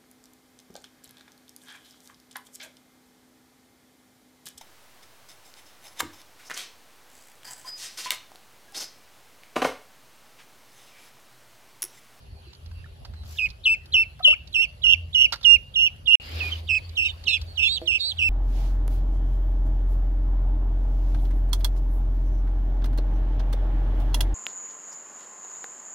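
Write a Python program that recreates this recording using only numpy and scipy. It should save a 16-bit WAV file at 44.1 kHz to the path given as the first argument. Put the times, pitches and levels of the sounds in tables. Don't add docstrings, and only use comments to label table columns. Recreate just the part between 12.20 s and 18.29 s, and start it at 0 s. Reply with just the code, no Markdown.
import sys
import numpy as np
from scipy import signal
from scipy.fft import rfft, irfft, next_fast_len
from scipy.io import wavfile
from scipy.ndimage import uniform_filter1d, map_coordinates

SR = 44100
rng = np.random.default_rng(int(sys.argv[2]) if len(sys.argv) > 2 else 0)


def volts(x):
    e = np.asarray(x, float) / 20
    return 10 ** e


def wav_out(sig):
    wavfile.write(sys.argv[1], SR, np.round(np.clip(np.atleast_2d(sig).T, -1, 1) * 32767).astype(np.int16))


N = 268569
T = np.arange(N) / SR
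GAP_START_S, GAP_END_S = 3.955, 3.999
EAR = np.array([[1], [-1]])
LAG_S = 0.0001


def unit(x):
    return x / np.sqrt(np.mean(x ** 2) + 1e-20)


def along(points, hz):
    f, v = np.transpose(points)
    return np.interp(np.log(hz + 1), np.log(f + 1), v)


def wobble(rate):
    knots = rng.standard_normal(int(N * rate / SR) + 4)
    return map_coordinates(knots, [T * rate])


def filtered(x, response):
    m = next_fast_len(x.shape[-1] + 8192)
    spectrum = rfft(x, m) * response(np.fft.rfftfreq(m, 1 / SR))
    return irfft(spectrum, m)[..., :x.shape[-1]]


def coloured(x, points):
    return filtered(x, lambda hz: volts(along(points, hz)))


def sides(pan_db):
    g = volts(np.array([pan_db / 2, -pan_db / 2]))
    return (g / np.sqrt(np.mean(g ** 2)))[:, None]


def add(out, s, x):
    part = out[:, round(s * SR):][:, :x.shape[-1]]
    part += x[..., :part.shape[1]]


# (f/Hz, correlation)
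PORT_LIKENESS = [(25, .75), (60, 0.93), (240, 0.74), (950, -0.46), (3770, 0.17), (15000, 0.01)]


def rush(spectrum, patchy_db):
    z = signal.stft(rng.standard_normal((2, N + 512)), nperseg=512)[2]
    field = uniform_filter1d(rng.standard_normal(z.shape[1:]), size=5, axis=0)
    field = uniform_filter1d(field, size=10, axis=1)
    pair = signal.istft(z * volts(patchy_db * unit(field)), nperseg=512)[1][:, :N]

    def mid_side(hz):
        turn = np.arccos(np.clip(along(PORT_LIKENESS, hz), -1, 1)) / 2
        return volts(along(spectrum, hz)) * [np.cos(turn), np.sin(turn)]

    mid, side = filtered(pair, mid_side)
    return unit(np.array([mid + side, mid - side]))


# (f/Hz, level/dB per Hz)
TRAFFIC = [(88, -38), (150, -19), (221, -16.5), (396, -13), (454, -17), (491, -11.5), (768, -14),
           (1320, -19.5), (2110, -23), (2610, -19), (3110, -18.5), (11000, -45.5), (13000, -50),
           (15600, -52)]
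# (f/Hz, level/dB per Hz)
TYRES = [(70, -40), (100, -3), (130, 0), (165, -5), (210, -40)]
# (f/Hz, level/dB per Hz)
CHATTER = [(1800, -30), (2500, -19), (2900, -5), (3700, -12), (4500, 6), (5200, -15.5)]


def traffic_and_birds():
    before = T < GAP_END_S
    traffic = volts(np.where(before, -58, -54)) * rush(TRAFFIC, patchy_db=3.0)
    birds = volts(np.where(before, -68.5, -58)) * rush(CHATTER, patchy_db=5)
    tyres = volts(-59) * (T < GAP_START_S) * rush(TYRES, patchy_db=2.5)
    return traffic + birds + tyres


# (t/s, level/dB)
MOTOR = [(0.0, -55), (0.13, -53), (0.29, -67.5), (0.52, -36), (0.81, -57), (0.95, -37.5), (1.41, -58.5),
         (1.8, -50), (2.63, -61), (2.76, -34.5), (3.1, -54.5), (4.07, -52), (4.16, -32), (5.0, -46),
         (5.22, -38), (5.85, -55.5), (6.0, -33), (6.09, -41)]
# (f/Hz, level/dB per Hz)
RUMBLE = [(12, -54), (20, -33), (45, -1), (65, 3), (135, -11), (195, -21), (214, -20), (260, -24.5),
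          (340, -55), (570, -120)]
# (from t/s, to t/s, f/Hz, level/dB)
DRONES = [
    (0, 1.8, 397, -69),
    (0, 1.66, 494.6, -78.5),
    (2.2, 3.1, 602, -69.5),
    (3.15, 3.6, 528, -68.5),
]


def motors():
    hum_db = np.interp(T, *np.transpose(MOTOR))
    speed_hz = 82.4 + 1.5 * wobble(6.0)
    out = volts(hum_db + 2.5 + 1.5 * wobble(13)) * np.sin(2 * np.pi * np.cumsum(speed_hz) / SR)
    for start, end, hz, db in DRONES:
        out = out + volts(db + 1.4 * wobble(9.9)) * (T > start) * (T < end) * np.sin(2 * np.pi * hz * T)
    rumble_db = -45 + 0.11 * (hum_db - hum_db.mean())
    return out + volts(rumble_db) * rush(RUMBLE, patchy_db=3.0)


# (f/Hz, level/dB per Hz)
WINGS = [(9500, -28), (10300, -8), (10800, -0.5), (11500, -6.5), (12200, -29)]


def insect():
    swell = np.clip(((T - .285) % .632) / 0.095, .3, 1)
    strokes = 1 + 0.48 * np.sin(2 * np.pi * 95 * T)
    return volts(-74) * swell * strokes * rush(WINGS, patchy_db=-1.4)


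# (f/Hz, level/dB per Hz)
HISS = [(2350, -33.5), (4000, -13), (4590, -10.5), (7660, -14.5), (8890, -34), (10900, -15.5), (15600, -17)]
SWISH = [(150, -44), (250, -10.5), (504, -12), (579, -11), (968, -17), (2740, -8), (5000, -12.5),
         (6500, -44.5), (11000, -120)]
# (from t/s, peak t/s, to t/s, hiss level/dB, body level/dB)
SHAKES = [
    (1.022, 1.131, 1.3, -62, -76.5),
    (4.0, 4.23, 4.43, -60, -59),
]


def feathers():
    hiss, swish, out = rush(HISS, patchy_db=-2.0), rush(SWISH, patchy_db=2.5), np.zeros((2, N))
    hiss = unit(hiss * volts(3.0 * wobble(250)))
    for start, peak, end, hiss_db, body_db in SHAKES:
        swell_db = np.interp(T, [start, peak, end], [-12, 0, -12])
        edge = np.clip(np.minimum(T - start, end - T) / 0.035, 0, 1)
        out += edge * volts(swell_db) * (volts(hiss_db + 12.5) * hiss + volts(body_db + 22.5) * swish)
    return out


# (f/Hz, level/dB, t60/s)
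CLAY = [(343, 0, 0.28), (496, 3.5, 0.15), (634, 3, 0.17), (748, -31, 0.35), (975, -31, 0.072),
        (1410, -18, 0.05)]


def knock():
    out, t = np.zeros((2, N)), np.arange(SR // 5) / SR
    clay = sum(volts(db - 60 * t / t60) * np.sin(2 * np.pi * hz * t) for hz, db, t60 in CLAY)
    add(out, 5.617, volts(-38) * clay * sides(-2.6))
    return out


# (t/s, peak level/dB, f/Hz, t60/s, rise share)
BUBBLES = [(0.269, -49, 343, 0.082, 0.089), (.642, -39.5, 1710, 0.024, 0.11),
           (0.659, -40, 1350, 0.02, 0.13), (.853, -52.5, 700, .04, 0.14),
           (1.159, -47.5, 1640, 0.028, 0.092), (2.002, -34, 707, 0.064, 0.06),
           (2.007, -38.5, 1245, 0.047, .05), (2.078, -30.5, 581, .12, 0.18),
           (2.079, -36.5, 1110, 0.04, 0.061), (2.127, -35, 1160, 0.052, 0.5),
           (2.652, -39.5, 1324, 0.024, .1), (3.127, -22.5, 1354, 0.044, 0.056),
           (3.6, -56, 748, 0.16, 0.018), (4.15, -50, 590, .12, .03), (4.25, -44, 395, .16, -.03)]


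def bubbles():
    out, t = np.zeros((2, N)), np.arange(SR // 5) / SR
    for s, db, hz, t60, rise in BUBBLES:
        ring = np.sin(2 * np.pi * hz * (t + rise * t * t / t60)) * (1 - np.exp(-t / 0.0022))
        add(out, s, volts(db + 5.0 - 60 * t / t60) * ring * sides(-5.0))
    return out


# (f/Hz, level/dB)
SPRAY = [(2000, -18.5), (3000, -2.5), (4500, 7), (7000, -15), (9500, -30), (12000, -24), (16000, -22)]
SLAP = [(400, -20), (800, 3.5), (1400, 5.5), (2200, -2.5), (3000, -25.5)]
# (t/s, peak level/dB, slap level/dB, left-right level/dB, t60/s)
SPLASHES = [(0.3325, -40.5, -12.5, -8, 0.036), (0.35, -47, -23, -4.5, 0.047),
            (0.461, -45.5, -6.5, -7.5, 0.035), (0.5139, -54, 4, -7, 0.04), (0.8509, -36.5, -4, -4.5, 0.04),
            (0.937, -52.5, 2.5, -3.5, 0.05), (1.0349, -47, -2.5, -1, 0.046),
            (1.0594, -45, -10.5, -4.5, 0.031), (1.288, -40.5, -19, -4, 0.04),
            (1.3034, -34, -30.5, -17.5, 0.031), (1.6596, -40.5, -20.5, -4, 0.026),
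            (1.994, -50, 6.5, -10, 0.047), (2.2746, -37, -33, -15, 0.035), (3.0897, -50, -20, -8, 0.02),
            (3.1245, -18.5, -5.5, -8.5, 0.044), (3.1344, -23.5, -4, -8.5, 0.053),
            (3.1588, -32, -8.5, -4, 0.031), (3.2125, -39, -10, -4, .04), (3.2305, -36, -19, -3.5, 0.062),
            (4.6945, -32.5, -24.5, -7, 0.021), (4.9882, -58, -11, -8, 0.024),
            (5.0399, -34.5, -18, -2, 0.032), (5.216, -31.5, -21, -0.5, 0.034),
            (5.616, -52.5, 4, -12.5, 0.029)]


def splashes():
    out, t = np.zeros((2, N)), np.arange(SR // 5) / SR
    for s, db, slap_db, pan_db, t60 in SPLASHES:
        noise = rng.standard_normal((3, len(t)))
        spikes_db = 1.8 * rng.standard_normal(len(t) // 40 + 1).repeat(40)[:len(t)]
        grains = (noise[0] + .45 * noise[1:]) * volts(spikes_db)
        burst = unit(coloured(grains, SPRAY)) + volts(slap_db) * unit(coloured(grains, SLAP))
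        envelope = volts(db + 1.5 - 60 * t / t60) * (1 - np.exp(-t / 0.0022))
        add(out, s - .002, envelope * burst * sides(pan_db))
    return out


# (f/Hz, level/dB)
SNAP = [(2500, -25), (5000, -4), (8000, -2), (9500, -8), (12000, -3), (15000, 0), (16000, -10)]
# (t/s, peak level/dB, t60/s)
TICKS = [(0.5147, -57, 0.018), (1.6586, -47, 0.018), (2.3306, -45, 0.018), (2.4049, -40, 0.018),
         (3.1253, -36, 0.018), (3.2321, -48, 0.018), (3.7633, -51, 0.018), (4.6932, -51, 0.018),
         (4.9781, -55, 0.018), (5.0424, -48, 0.018), (5.1744, -53, 0.018), (5.216, -42, 0.018),
         (5.2659, -52, 0.018), (5.6166, -50, 0.018)]


def ticks():
    out, t = np.zeros((2, N)), np.arange(SR // 20) / SR
    for s, db, t60 in TICKS:
        noise = rng.standard_normal((3, len(t)))
        snap = unit(coloured(noise[0] + .6 * noise[1:], SNAP))
        add(out, s - .001, volts(db - 3 - 60 * t / t60) * (1 - np.exp(-t / .0007)) * snap)
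    return out


def call(row, head, tones, shape, flap, depth):
    s, length, hz, climb, db = row
    swell_db, pan_db, lead_us, settle_hz, arch_db = head
    (db2, pan2, rad2, db5), (db3, pan3, rad3, rad5) = tones
    (over_hz, over_s, settle_s), (soft_s, soft_db, attack_s), (drop_hz, drop_s, fade_db) = shape
    at = slice(round((s - .01) * SR), round((s + length + .004) * SR))
    t, beat = T[at] - s, flap[at]
    rising = np.clip((t - soft_s) / attack_s, 0, 1)
    ending = np.clip(1 + (t - length) / drop_s, 0, 2)
    depth = depth[at] + .4 * np.maximum(1 - rising, np.minimum(ending, 1))

    sharp = 2.4

    def jerk(late_rad):
        return np.exp(sharp * (np.cos(beat - late_rad) - 1))

    overshoot = over_hz * np.exp(-((t - .004) / over_s) ** 2 / 2)
    settling = settle_hz * np.clip(1 - abs(t) / settle_s, 0, 1) ** 2
    pitch = hz + climb * t + overshoot + settling - drop_hz * ending ** 2.6
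    pitch = pitch + depth * 520 * (jerk(0) - 1 / np.sqrt(2 * np.pi * sharp))
    phase = 2 * np.pi * np.cumsum(pitch) / SR

    level = db + soft_db * (1 - rising) + swell_db * (t / length - .5) + fade_db * ending ** 2
    level = level + arch_db * (.5 - (2 * t / length - 1) ** 2)
    level = level + 1.5 * np.exp(-((t - soft_s - attack_s) / .005) ** 2 / 2)
    strength = 1 + depth * (.2 - 1.15 * jerk(-.5) + .3 * jerk(1.3))

    rasp = .09 * unit(uniform_filter1d(rng.standard_normal(len(t)), size=60))
    drift = .28 * unit(uniform_filter1d(rng.standard_normal(len(t)), size=900))
    source = phase + rasp + EAR * np.pi * pitch * LAG_S
    upper = 0
    for k, tone_db, pan, lead in ((2, db2, pan2, rad2), (3, db3, pan3, rad3),
                                  (4, -58, -2.5, 2.9), (5, db5 + 2.5, -1.5, rad5)):
        between = EAR * (lead / 2 + (k - 1.85) * drift)
        upper = upper + volts(tone_db) * sides(pan) * np.sin(k * source + between)
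    tone = np.sin(phase + EAR * np.pi * pitch * lead_us / 1e6) * sides(pan_db)
    tone = tone + (.45 + .55 * rising ** 2) * upper
    edge = np.clip(np.minimum((t + .01) / .011, (length + .004 - t) / .004), 0, 1) ** 2
    return np.sqrt(2) * volts(level) * edge * strength * tone


# (from t/s, to t/s, depth as a share, flap rate f/Hz)
FLUTTERS = [(1.186, 1.224, .5, 110), (1.256, 1.274, .4, 130), (1.462, 1.496, .6, 140),
            (1.75, 1.786, .5, 90), (2.069, 2.145, .6, 115), (2.346, 2.375, 0.58, 110),
            (2.416, 2.455, .6, 129), (2.665, 2.673, 0.78, 120), (2.692, 2.75, .8, 105),
            (2.978, 3.06, .4, 124), (3.586, 3.622, .55, 134), (3.66, 3.68, .7, 130),
            (3.904, 3.933, 0.52, 126), (4.494, 4.527, .45, 105), (4.773, 4.83, .6, 110),
            (4.836, 4.885, .9, 150), (5.078, 5.091, .9, 135), (5.103, 5.175, .8, 135),
            (4.549, 4.557, .6, 130), (5.392, 5.462, .7, 125), (5.71, 5.772, .9, 131),
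            (5.995, 6.038, .9, 135)]


def membrane():
    depth, rate = np.full(N, 0.028), np.full(N, 127.)
    for start, end, share, flaps in FLUTTERS:
        inside = (T > start) & (T < end)
        depth[inside], rate[inside] = share, flaps
    depth = uniform_filter1d(depth, size=130) * volts(1.3 * wobble(80))
    return 2 * np.pi * np.cumsum(rate * (1 + .16 * wobble(60))) / SR, depth


# (t/s, length t/s, f/Hz, climb f/Hz per s, level/dB)
FAR = [(.155, .06, 4350, 2000, -63), (.24, .09, 4300, -4000, -62), (.35, .09, 1500, -100, -64),
       (.245, .06, 2820, -1500, -63), (.27, .035, 4200, -200, -62), (.545, .09, 2730, -100, -60),
       (.51, .11, 4700, -200, -68), (.955, .08, 4150, -1200, -57)]
CRIES = [
    (5.445, .135, 3900, 7000, -32),
    (5.44, .143, 3200, 7600, -25),
    (5.47, .11, 2950, 6000, -44),
    (5.795, .13, 4290, 2800, -30),
    (5.79, .135, 3520, 6600, -28),
    (5.81, .11, 3250, 6500, -45),
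]
CHEEPS = [(4.315, .025, 3090, -600, -28), (4.35, .012, 3080, -9000, -34.5), (4.5, .08, 2240, -600, -36),
          (4.84, .075, 3800, -1500, -35), (4.885, .022, 3000, -200, -33.5), (5.082, .07, 4245, -5000, -29),
          (5.085, .08, 3817, -6000, -26.5), (5.27, .06, 4430, -900, -50), (5.42, 0.022, 3530, 6006, -37),
          (5.6, 0.046, 4430, -300, -54)]
# (swell level/dB, left-right level/dB, left lead t/us, slow settling f/Hz)
SIBLING_HEAD = (1, -9, 10, 30)
SIBLING_TONES = (-25, -4, .6, -56), (-44, -2, .3, .3)
# (final drop f/Hz, drop t/s, fade level/dB)
PEEP = (900, .0052, .055), (.008, -17, .01), (620, .021, -11)
CRY = (400, .005, 0.025), (.002, -12, .012), (1350, .05, -5)
CHEEP = (60, .008, .02), (.001, -8, .01), (120, 0.02, -5)
# (t/s, length t/s, held f/Hz, climb f/Hz per s, level/dB)
PEEPS = [(1.175, .101, 2470, 700, -21.5), (1.442, .11, 2520, 1700, -17.5), (1.726, .116, 2650, 300, -17.5),
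         (2.034, .112, 2820, -300, -13.5), (2.33, .128, 2500, 2800, -19.5),
         (2.624, .126, 2720, 1800, -16.5), (2.934, .131, 2830, 600, -15), (3.235, .133, 2780, 400, -13),
         (3.544, .141, 2784, 805.5, -19), (3.862, .105, 2740, 1300, -13), (4.19, .111, 2444, 105, -26),
         (4.477, .114, 2580, 50, -20.5), (4.758, .131, 2620, 1200, -22), (5.058, .122, 2620, 900, -22.5),
         (5.362, .125, 2660, 700, -22), (5.662, .123, 2660, 900, -21.5), (5.975, 0.12, 2690, -300, -20.5)]
# (swell level/dB, left-right level/dB, left lead t/us, slow settling f/Hz)
HEAD = [(2.5, -6.5, 69.5, 450), (1, 2, 39.5, 850), (-2.5, -2.5, 23, 750), (-5, 2.5, -25.5, 450),
        (4.5, -8, -5.5, 800), (6, -9, -32.5, 450), (8, -8, -35, 200), (4, -14.5, 6, 250),
        (3.5, -6.5, -43, 100), (7, -9.5, -8.5, 100), (-0.5, -8, 37, 500), (5, -11.5, 82.5, 300),
        (5, -6, -33, 550), (-0.5, -9.5, 81, 550), (8, -11, -43.5, 600), (-4, -11, -47, 550),
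        (6.5, -6, -24.5, 450)]
ARCH_DB = [3, .6, .6, .6, 5, .6, .6, 6, 2.5, .6, .6, 2.5, .6, .6, .6, .6, .6]
# (2nd level/dB, left-right level/dB, left lead/rad, 5th level/dB)
SECOND = [(-25.1, -7.0, -2.8, -48.5), (-26.1, 1.9, -2.3, -48.4), (-23.7, 0.8, 1.49, -57.8),
          (-30.2, -0.2, 2.17, -56.9), (-20.8, -3.3, 1.55, -51.0), (-24.5, -2.3, 2.01, -49.4),
          (-22.8, 0.2, 1.83, -47.4), (-26.3, -0.8, 2.48, -51.2), (-22.6, 1.9, 2.05, -46.4),
          (-31.0, -4.0, 2.2, -54.0), (-29, -1.5, 1.26, -52), (-21.5, -2.0, 0.63, -52.5),
          (-19.4, 0.5, 1.4, -45.1), (-18.6, 1.2, 1.68, -43.8), (-21.0, -2.6, 1.97, -47.8),
          (-20.9, -1.0, 2.27, -47.9), (-24.7, -6.7, -0.03, -49.9)]
# (3rd level/dB, left-right level/dB, left lead/rad, 5th lead/rad)
THIRD = [(-34.5, 6.0, -2.51, 0.33), (-30.1, 7.5, -2.41, -0.36), (-37.3, 7.2, -2.63, 1.87),
         (-35.9, 5.3, -2.0, 0.16), (-30.3, 6.9, -2.17, -1.25), (-36.9, 4.1, 2.97, 0.12),
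         (-35.1, 1.5, 2.94, 0.89), (-39.2, 2.9, -0.85, 2.42), (-37.6, 0.5, -2.54, 1.91),
         (-36.3, -2.2, 2.27, 0.8), (-42, 4.3, 2.5, -1.54), (-30.7, 3.8, -1.22, -2.73),
         (-32.4, 2.8, 0.03, 2.94), (-31.2, 1.8, 3.03, -0.27), (-32.9, 9.0, 2.08, 2.9),
         (-31.7, 10.2, -0.92, -0.32), (-32.8, 10.7, 0.05, -0.54)]
# (f/Hz, level/dB)
THROAT = [(1800, -26), (2100, -15), (2350, -4), (2900, .5), (3300, 3), (3800, -2), (4500, 0.5)]


def ducklings():
    out = np.zeros((2, N))
    flap, depth = membrane()
    shimmer = volts((.5 + 2.4 * depth) * wobble(90) + .7 * wobble(25))
    for row, head, arch_db, *tones in zip(PEEPS, HEAD, ARCH_DB, SECOND, THIRD):
        add(out, row[0] - .01, call(row, (*head, arch_db), tones, PEEP, flap, depth))
    for rows, shape, flap_depth in ((CRIES, CRY, .1), (CHEEPS, CHEEP, .1), (FAR, CHEEP, .7)):
        for row in rows:
            voice = call(row, (*SIBLING_HEAD, 1.5), SIBLING_TONES, shape, flap, np.full(N, flap_depth))
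            add(out, row[0] - .01, voice)
    return coloured(out * shimmer, THROAT)


# (t/ms, left level/dB, right level/dB)
JAR = [(1.1, -31.5, -14.5), (2.3, -13.5, -22.5), (3.7, -24.5, -21.5), (5.9, -33.5, -22),
       (9.2, -14.5, -13.5)]
# (f/Hz, t60/s)
WALLS = [(300, 0.26), (2800, 0.32), (8000, 0.19)]


def space(x):
    def rim(f):
        echoes = sum(volts([[l], [r]]) * np.exp(-2j * np.pi * f * ms / 1000) for ms, l, r in JAR)
        return 1 + echoes / (1 + (f / 4200) ** 4)

    out = filtered(x, rim)
    for s in np.arange(0, N / SR, .3):
        hz, t, z = signal.stft(rng.standard_normal((2, SR // 2)), SR, nperseg=256)
        decay = volts(-60 * t / along(WALLS, hz)[:, None])
        tail = signal.istft(z * decay, SR, nperseg=256)[1]
        tail = tail / np.linalg.norm(tail[0])
        piece = x[:, round(s * SR):round((s + .3) * SR)].mean(axis=0)
        add(out, s + 0.015, volts(-24.0) * signal.fftconvolve(piece[None], tail, axes=1))
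    return out


def scene():
    yard = traffic_and_birds() + motors() + insect()
    water = knock() + bubbles() + splashes()
    near = space(water + ticks() + ducklings())
    near = filtered(near, lambda f: np.exp(-1j * np.pi * f * EAR * LAG_S))
    return yard + feathers() + near


def top_cut(x):
    return signal.sosfilt(signal.butter(12, 15780, fs=SR, output="sos"), x)


# (f/Hz, level/dB)
MIC = [(8400, .3), (9400, -7), (10300, 2.5), (11600, 1.5), (13000, -2.5), (15600, -1), (15800, -40)]


def record(dry):
    outside_gap_s = np.maximum(GAP_START_S - T, T - GAP_END_S)
    gap = np.clip(outside_gap_s / 0.0006, .0005, 1)
    return top_cut(coloured(dry * gap, MIC))


dry = scene()
out = record(dry)
wav_out(out)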